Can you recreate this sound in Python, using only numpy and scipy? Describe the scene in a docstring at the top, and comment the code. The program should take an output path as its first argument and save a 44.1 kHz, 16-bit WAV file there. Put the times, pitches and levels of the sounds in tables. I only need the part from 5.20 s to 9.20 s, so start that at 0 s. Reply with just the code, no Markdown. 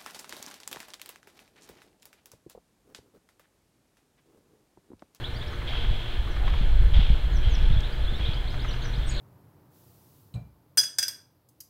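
"""An outdoor riding arena edged by trees, on a breezy day; one microphone, out in the wind.
Far traffic and leaves wash on throughout. Small birds chirp in the trees from the start, a distant one
clacks in short runs, thin whistles fall, and a walking horse begins to scuff the sand. Gusts then buffet
the microphone, hardest around two seconds in, with a faint far call before the peak and a tick after it.
As the wind eases the far call comes again, and a run of twitters and a few squeaks close the scene."""
import sys
import numpy as np
from scipy import signal
from scipy.fft import rfft, irfft
from scipy.io import wavfile
from scipy.ndimage import uniform_filter1d

SR = 44100
rng = np.random.default_rng(int(sys.argv[2]) if len(sys.argv) > 2 else 0)


def store_wav(level_fs):
    """Save 16-bit WAV to argv[1]."""
    pcm = np.round(np.clip(np.atleast_2d(level_fs), -1, 1) * 32767)
    wavfile.write(sys.argv[1], SR, pcm.T.astype(np.int16))


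N = 176400
TIME = np.arange(N) / SR

# Levels are relative within each table; spectra give level per hertz.
# wind pressure on the microphone: t/s, level/dB
GUST_LEVELS = [(0.0, -38), (0.17, -30.5), (0.33, -34), (0.67, -21.5), (0.69, -16), (0.83, -31),
               (1.01, -22.5), (1.04, -27), (1.2, -21.5), (1.24, -16.5), (1.32, -20), (1.64, -10),
               (1.71, -19), (1.77, -8.5), (1.87, -18.5), (1.92, -10), (2.02, -27), (2.05, -14.5),
               (2.1, -26), (2.15, -14), (2.22, -18.5), (2.27, -16.5), (2.39, -17.5), (2.43, -14.5),
               (2.53, -12), (2.61, -21.5), (2.71, -27), (2.87, -18.5), (2.93, -25), (3.03, -23.5),
               (3.63, -27), (3.97, -22.5), (4.0, -35)]
# rumble of that wind: f/Hz, level/dB
RUMBLE_SPECTRUM = [(10, -2.5), (16, 5), (30, 2.5), (52, -0.5), (80, -8.5), (120, -23.5), (170, -27),
                   (250, -42), (400, -76), (1000, -95), (4000, -130)]
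# far traffic and leaves: f/Hz, level/dB
WASH_SPECTRUM = [(20, -2.5), (60, 16), (125, 5.5), (180, -2.5), (280, -8), (400, -5), (700, -7),
                 (1150, -10.5), (1750, -6.5), (1920, -14), (2080, -9), (2600, -15), (3300, -13.5),
                 (3750, -18.5), (4150, -12.5), (4500, -24), (5600, -31.5), (7500, -32), (10000, -34.5),
                 (15500, -36.5)]
# droning bands in the background: f/Hz, width/Hz, level/dB
BACKGROUND_DRONES = [(120, 14.8, -42), (238.5, 64, -53.5), (294.5, 17.6, -57.5), (354.6, 46, -53),
                     (469, 12.7, -56.5), (593.3, 25, -60), (882, 5.9, -65.5), (1502, 10.5, -60.5)]
# rising chirps in the trees: t/s, length/s, start f/Hz, end f/Hz, level/dB
RISING_CHIRPS = [(0.033, 0.035, 2750, 4190, -30), (.132, 0.024, 5050, 5800, -51),
                 (0.15, 0.033, 4130, 4960, -39.5), (0.208, 0.024, 3080, 3930, -36),
                 (0.266, 0.021, 4400, 5680, -43.5), (2.233, 0.059, 3050, 3340, -39.5),
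                 (2.52, 0.021, 3220, 4070, -37.5), (2.53, .025, 5030, 5600, -53),
                 (2.55, 0.018, 4300, 4850, -56), (2.565, 0.022, 3127, 3620, -34),
                 (2.626, 0.037, 3110, 4170, -34), (2.716, .024, 4080, 5140, -43),
                 (2.846, 0.011, 3430, 4180, -35), (2.869, 0.041, 3275, 3664, -35.5),
                 (2.917, 0.0235, 3500, 4450, -41), (2.931, 0.042, 3180, 4030, -35),
                 (2.95, 0.029, 5130, 5650, -51), (2.968, .025, 3930, 4750, -46),
                 (3.043, 0.035, 3074, 4170, -30.5), (3.126, .028, 3550, 5180, -39),
                 (3.157, 0.032, 3040, 3436, -37)]
# twitters, each the same run of upsweeps: t/s, level/dB
TWITTER_ONSETS = [(3.273, -27.5), (3.391, -28), (3.503, -27.5), (3.614, -28), (3.732, -28.5)]
# upsweeps of one twitter: delay/s, length/s, start f/Hz, end f/Hz, level/dB
TWITTER_SWEEPS = [(0, 0.0173, 3015, 4514, -5.5), (0.02, 0.0098, 3060, 4110, -8),
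                  (.027, .014, 4500, 5200, -14), (0.044, 0.015, 4660, 6700, -23)]
# dry clacks of a distant bird: t/s, level/dB, centre f/Hz
BIRD_CLACKS = [(0.223, -35, 1300), (0.328, -32, 1230), (0.417, -30.5, 1260), (0.532, -32, 1200),
               (0.643, -32, 1200), (1.071, -31.5, 1200), (1.163, -30, 1200), (1.275, -26, 1140),
               (1.335, -28.5, 1150), (3.339, -31, 1170), (3.445, -28.5, 1265), (3.536, -30.5, 1500),
               (3.649, -30.5, 1200)]
# colour of one clack: f/centre f, level/dB
CLACK_SPECTRUM = [(.42, -7), (.75, -5), (1, 2), (1.4, -3.5), (1.95, -5.5), (2.7, -27), (5, -29), (10, -60)]
# falling whistles: t/s, length/s, level/dB, scattered share/0-1, share of the course sung/0-1
FALLING_WHISTLES = [(0.297, 0.066, -54, .2, 0.75), (1.07, .05, -56, .7, 0.94), (1.349, 0.059, -52, .4, .55),
                    (2.118, 0.058, -47, 0.2, 0.93), (2.291, .067, -43, 0.03, 0.95),
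                    (3.439, 0.059, -48, 0.5, 0.9), (3.607, 0.057, -44, 0.45, 0.91)]
# full course of a whistle: position/0-1, f/Hz, level/dB
WHISTLE_COURSE = [(0, 7150, -25), (.3, 6470, -10.5), (.55, 6160, -11), (.83, 5880, -0.5), (.93, 5010, 7),
                  (1, 4400, -24)]
# hooves on the arena floor: t/s, hold/s, release/s, hiss level/dB, ring level/dB
HOOF_SCUFFS = [(0.463, 0.16, 0.13, -41.5, -42.5), (0.7, 0.26, 0.09, -48, -50),
               (1.24, 0.18, 0.078, -47, -55), (1.725, 0.11, 0.14, -41, -46.5),
               (2.214, 0.15, 0.44, -46, -50), (2.983, 0.14, 0.045, -44.5, -45)]
# hiss of the sand: f/Hz, level/dB
SAND_SPECTRUM = [(100, -51), (700, -1.5), (1500, -11), (2200, -5), (2800, -3), (3300, -3.5), (3800, -6),
                 (4400, -13.5), (5600, -24), (8000, -39), (14000, -46)]
# sharp buffets right at the microphone: t/s, width/s, level/dB
WIND_BUFFETS = [(.704, .0045, -16), (.713, .0027, -19.5), (1.0, .004, -18), (1.413, .0013, -22),
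                (1.624, .004, -16), (1.771, .0032, -13), (1.793, .0014, -18), (1.81, .0025, -21),
                (1.904, .0019, -13), (2.274, .0032, -13.5), (2.375, .0019, -25), (2.427, .0025, -19),
                (2.508, .0021, -14), (2.567, .002, -17.5), (2.587, .0026, -18.5), (2.925, .0012, -27),
                (3.005, .0014, -27), (3.093, .0022, -17), (3.78, .0017, -26), (3.797, .006, -21)]
# faint calls, far off: t/s, f/Hz, level/dB
FAR_NOTES = [(1.245, 750, -45.5), (3.23, 745, -48)]
# squeaks and slurs: t/s, length/s, start f/Hz, end f/Hz, level/dB, roughness/0-1, scattered share/0-1
BIRD_SQUEAKS = [(3.46, .055, 3300, 2850, -43, .08, .5), (3.785, .075, 3200, 4100, -47, .08, .5),
                (3.86, .04, 8400, 8150, -48, .01, .08), (3.866, .04, 6000, 5000, -52, .12, .3),
                (3.877, .06, 6750, 6650, -49.5, .022, .1), (3.892, .013, 6950, 6720, -35, .007, .01),
                (3.899, .027, 8450, 7600, -45, .009, .05), (3.895, .06, 4300, 3950, -42, .12, .5),
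                (3.9, .07, 2700, 2500, -46, .1, .4), (3.93, .11, 4100, 3600, -39.5, .12, .5)]


def from_db(db):
    """Decibels to gain."""
    return 10 ** (np.asarray(db) / 20)


def rms_one(x):
    """Scale to unit rms."""
    return x / np.sqrt(np.mean(x ** 2) + 1e-20)


def evened(x, span_s):
    """Hold the running level of a noise at 1."""
    return x / np.sqrt(np.abs(uniform_filter1d(x ** 2, int(span_s * SR))) + 1e-12)


def drift(rate_hz):
    """Smooth random wandering of spread 1."""
    step, settle = 40, 2000
    pole = np.exp(-2 * np.pi * rate_hz * step / SR)
    noise = rng.standard_normal(N // step + settle + 2)
    slow = signal.lfilter([1], [1, -2 * pole, pole ** 2], noise)[settle:]
    return np.interp(np.arange(N) / step, np.arange(len(slow)), rms_one(slow))


def coloured(spectrum, flicker_db=0, size=N):
    """Noise in the colour of a spectrum, rms 1; octaves below about 2 kHz can each flicker."""
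    hz, db = np.transpose(spectrum)
    bin_hz = np.maximum(np.arange(size // 2 + 1) * SR / size, 1)
    shaped = rfft(rng.standard_normal(size)) * from_db(np.interp(np.log(bin_hz), np.log(hz), db))
    if not flicker_db:
        return rms_one(irfft(shaped, size))
    octave, out = np.log2(bin_hz).astype(int), np.zeros(size)
    for k in np.unique(octave):
        flicker = from_db(flicker_db * drift(10.4) * (2 ** k < 2000))
        out += flicker * irfft(shaped * (octave == k), size)
    return rms_one(out)


def resonant_noise(hz, width_hz):
    """Noise twice through one resonance, rms 1."""
    radius = np.exp(-np.pi * width_hz / SR)
    x = rng.standard_normal(N + SR // 2)
    for _ in range(2):
        x = signal.lfilter([1, 0, -1], [1, -2 * radius * np.cos(2 * np.pi * hz / SR), radius ** 2], x)
    return rms_one(x[-N:])


def add(out, s, sound):
    """Mix a sound in at a time."""
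    i = max(int(s * SR), 0)
    out[i:i + len(sound)] += sound[:max(N - i, 0)]


def wind(split_hz=21.6, brightening=0.082):
    """Eddies on the microphone; the small ones gain in stronger gusts and brighten the rumble."""
    gust_db = np.interp(TIME, *np.transpose(GUST_LEVELS))
    rumble = coloured(RUMBLE_SPECTRUM)
    large = signal.sosfiltfilt(signal.butter(2, split_hz, fs=SR, output="sos"), rumble)
    small = (rumble - large) * from_db(brightening * (gust_db - 24))
    return from_db(gust_db - 1.5) * evened(large + small, span_s=0.07)


def traffic_and_leaves():
    """A far, slightly flickering wash, with steady droning bands."""
    wash = from_db(-37) * coloured(WASH_SPECTRUM, flicker_db=0.83)
    return wash + sum(from_db(db) * resonant_noise(hz, width) for hz, width, db in BACKGROUND_DRONES)


def glide(length, start_hz, end_hz, db, arch, roughness=0.009):
    """A bird's note swells and fades as it sweeps; with arch above 1 the sweep levels off."""
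    progress = np.linspace(0, 1, int(length * SR))
    hz = end_hz + (start_hz - end_hz) * (1 - progress) ** arch
    hz *= 1 + roughness * drift(310)[:len(hz)]
    return from_db(db) * np.sin(np.pi * progress) * np.sin(2 * np.pi * np.cumsum(hz) / SR)


def songbirds(flutter_db=1):
    """Slightly hoarse chirps and twitters from the trees at the arena's edge."""
    out = np.zeros(N)
    for s, length, start_hz, end_hz, db in RISING_CHIRPS:
        add(out, s, glide(length, start_hz, end_hz, db, arch=1.31))
    for s, db in TWITTER_ONSETS:
        for delay, length, start_hz, end_hz, sweep_db in TWITTER_SWEEPS:
            add(out, s + delay, glide(length, start_hz, end_hz, db + sweep_db, arch=1.67))
    return out * from_db(-6 + flutter_db * drift(120))


def echo(x, t60_s, delay_s=0):
    """Diffuse echo from trunks, branches and the barn."""
    age = TIME[:SR]
    tail = rng.standard_normal(SR) * from_db(-60 * age / t60_s) * (age > delay_s)
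    return signal.fftconvolve(x, tail / np.sqrt(np.sum(tail ** 2)))[:N]


def scattered_by_branches(x, share):
    """A share of the power reaches the microphone smeared by twigs and leaves."""
    return np.sqrt(1 - share) * x + np.sqrt(share) * echo(x, t60_s=0.22)


def clacks(rise_s=0.0027, hold_s=0.0065, decay_s=0.0071):
    """A distant bird's hard-edged bursts, about ten a second within a run."""
    out, age = np.zeros(N), TIME[:SR // 10]
    envelope = np.clip(age / rise_s, 0, 1) * np.exp(-np.maximum(age - hold_s, 0) / decay_s)
    for s, db, centre_hz in BIRD_CLACKS:
        spectrum = [(centre_hz * multiple, level_db) for multiple, level_db in CLACK_SPECTRUM]
        noise = evened(coloured(spectrum, size=len(age)), hold_s)
        add(out, s, from_db(db - 8.5) * envelope * noise)
    return out


def whistles(waver=0.0058):
    """Thin falling whistles; those sung nearly in full end in a downward hook."""
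    out = np.zeros(N)
    position, course_hz, course_db = np.transpose(WHISTLE_COURSE)
    for s, length, db, scattered, sung in FALLING_WHISTLES:
        progress = np.linspace(0, sung, int(length * SR))
        hz = np.interp(progress, position, course_hz) * (1 + waver * drift(115)[:len(progress)])
        envelope = from_db(db + np.interp(progress, position, course_db))
        envelope *= signal.windows.tukey(len(progress), 0.1)
        note = np.zeros(N)
        add(note, s, envelope * np.sin(2 * np.pi * np.cumsum(hz) / SR))
        out += scattered_by_branches(note, scattered)
    return out


def hooves(attack_s=0.017, grain_db=2):
    """Each scuff throws a gritty hiss of sand with a ringing core, and trickles away."""
    hiss_power = ring_power = 0
    for s, hold, release, hiss_db, ring_db in HOOF_SCUFFS:
        age = TIME - s
        envelope = np.clip(age / attack_s, 0, 1) * np.exp(-np.maximum(age - hold, 0) / release)
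        hiss_power += (from_db(hiss_db) * envelope) ** 2
        ring_power += (from_db(ring_db - 6.5) * envelope) ** 2
    hiss = rms_one(coloured(SAND_SPECTRUM) * from_db(grain_db * drift(180)))
    ring = evened(resonant_noise(hz=3265, width_hz=400), span_s=0.028)
    return np.sqrt(hiss_power) * hiss + np.sqrt(ring_power) * ring


def buffets():
    """A lone vortex pushes, then sucks at the microphone; the smaller it is, the higher the thump."""
    out = np.zeros(N)
    for s, width, db in WIND_BUFFETS:
        passage = (TIME - s) / width
        out -= from_db(db) * passage * np.exp(0.5 * (1 - passage ** 2))
    return out


def far_calls(spread_s=0.023):
    """Short hoarse notes from far off, barely above the wash."""
    out = np.zeros(N)
    for s, hz, db in FAR_NOTES:
        swell = np.exp(-0.5 * ((TIME - s) / spread_s) ** 2)
        out += from_db(db) * swell * resonant_noise(hz, width_hz=140)
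    return out


def tick(start_s=2.606, decay_s=0.002):
    """One small, sharp tick of bright noise."""
    envelope = (TIME > start_s) * np.exp(-np.abs(TIME - start_s) / decay_s)
    return from_db(-40.5) * envelope * resonant_noise(hz=5200, width_hz=2000)


def squeaks():
    """Thin squeaks near the microphone, and raspy slurs from deeper in the trees."""
    out = np.zeros(N)
    for s, length, start_hz, end_hz, db, roughness, scattered in BIRD_SQUEAKS:
        note = np.zeros(N)
        add(note, s, glide(length, start_hz, end_hz, db, arch=0.9, roughness=roughness))
        out += scattered_by_branches(note, scattered)
    return out


def scene(wind_ceiling=0.62):
    """At the microphone: calls and a tick with their echo, horse, far wash, wind with rounded peaks."""
    calls = scattered_by_branches(songbirds(), share=0.27)
    calls += squeaks() + whistles() + clacks() + far_calls() + tick()
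    pressure = wind_ceiling * np.tanh((wind() + buffets()) / wind_ceiling)
    tree_echo = from_db(-10) * echo(calls, t60_s=0.67, delay_s=0.014)
    return (calls + tree_echo + hooves() + traffic_and_leaves() + pressure)[None]


def record(dry, peak_hz=3297, width_hz=380, peak_db=7.5, cutoff_hz=15700):
    """The microphone has a narrow resonance in the upper midrange; the top is cut steeply."""
    ring = signal.lfilter(*signal.iirpeak(peak_hz, peak_hz / width_hz, fs=SR), dry)
    heard = dry + (from_db(peak_db) - 1) * ring
    return signal.sosfilt(signal.ellip(12, 0.1, 80, cutoff_hz, fs=SR, output="sos"), heard)


dry = scene()
out = record(dry)
store_wav(out)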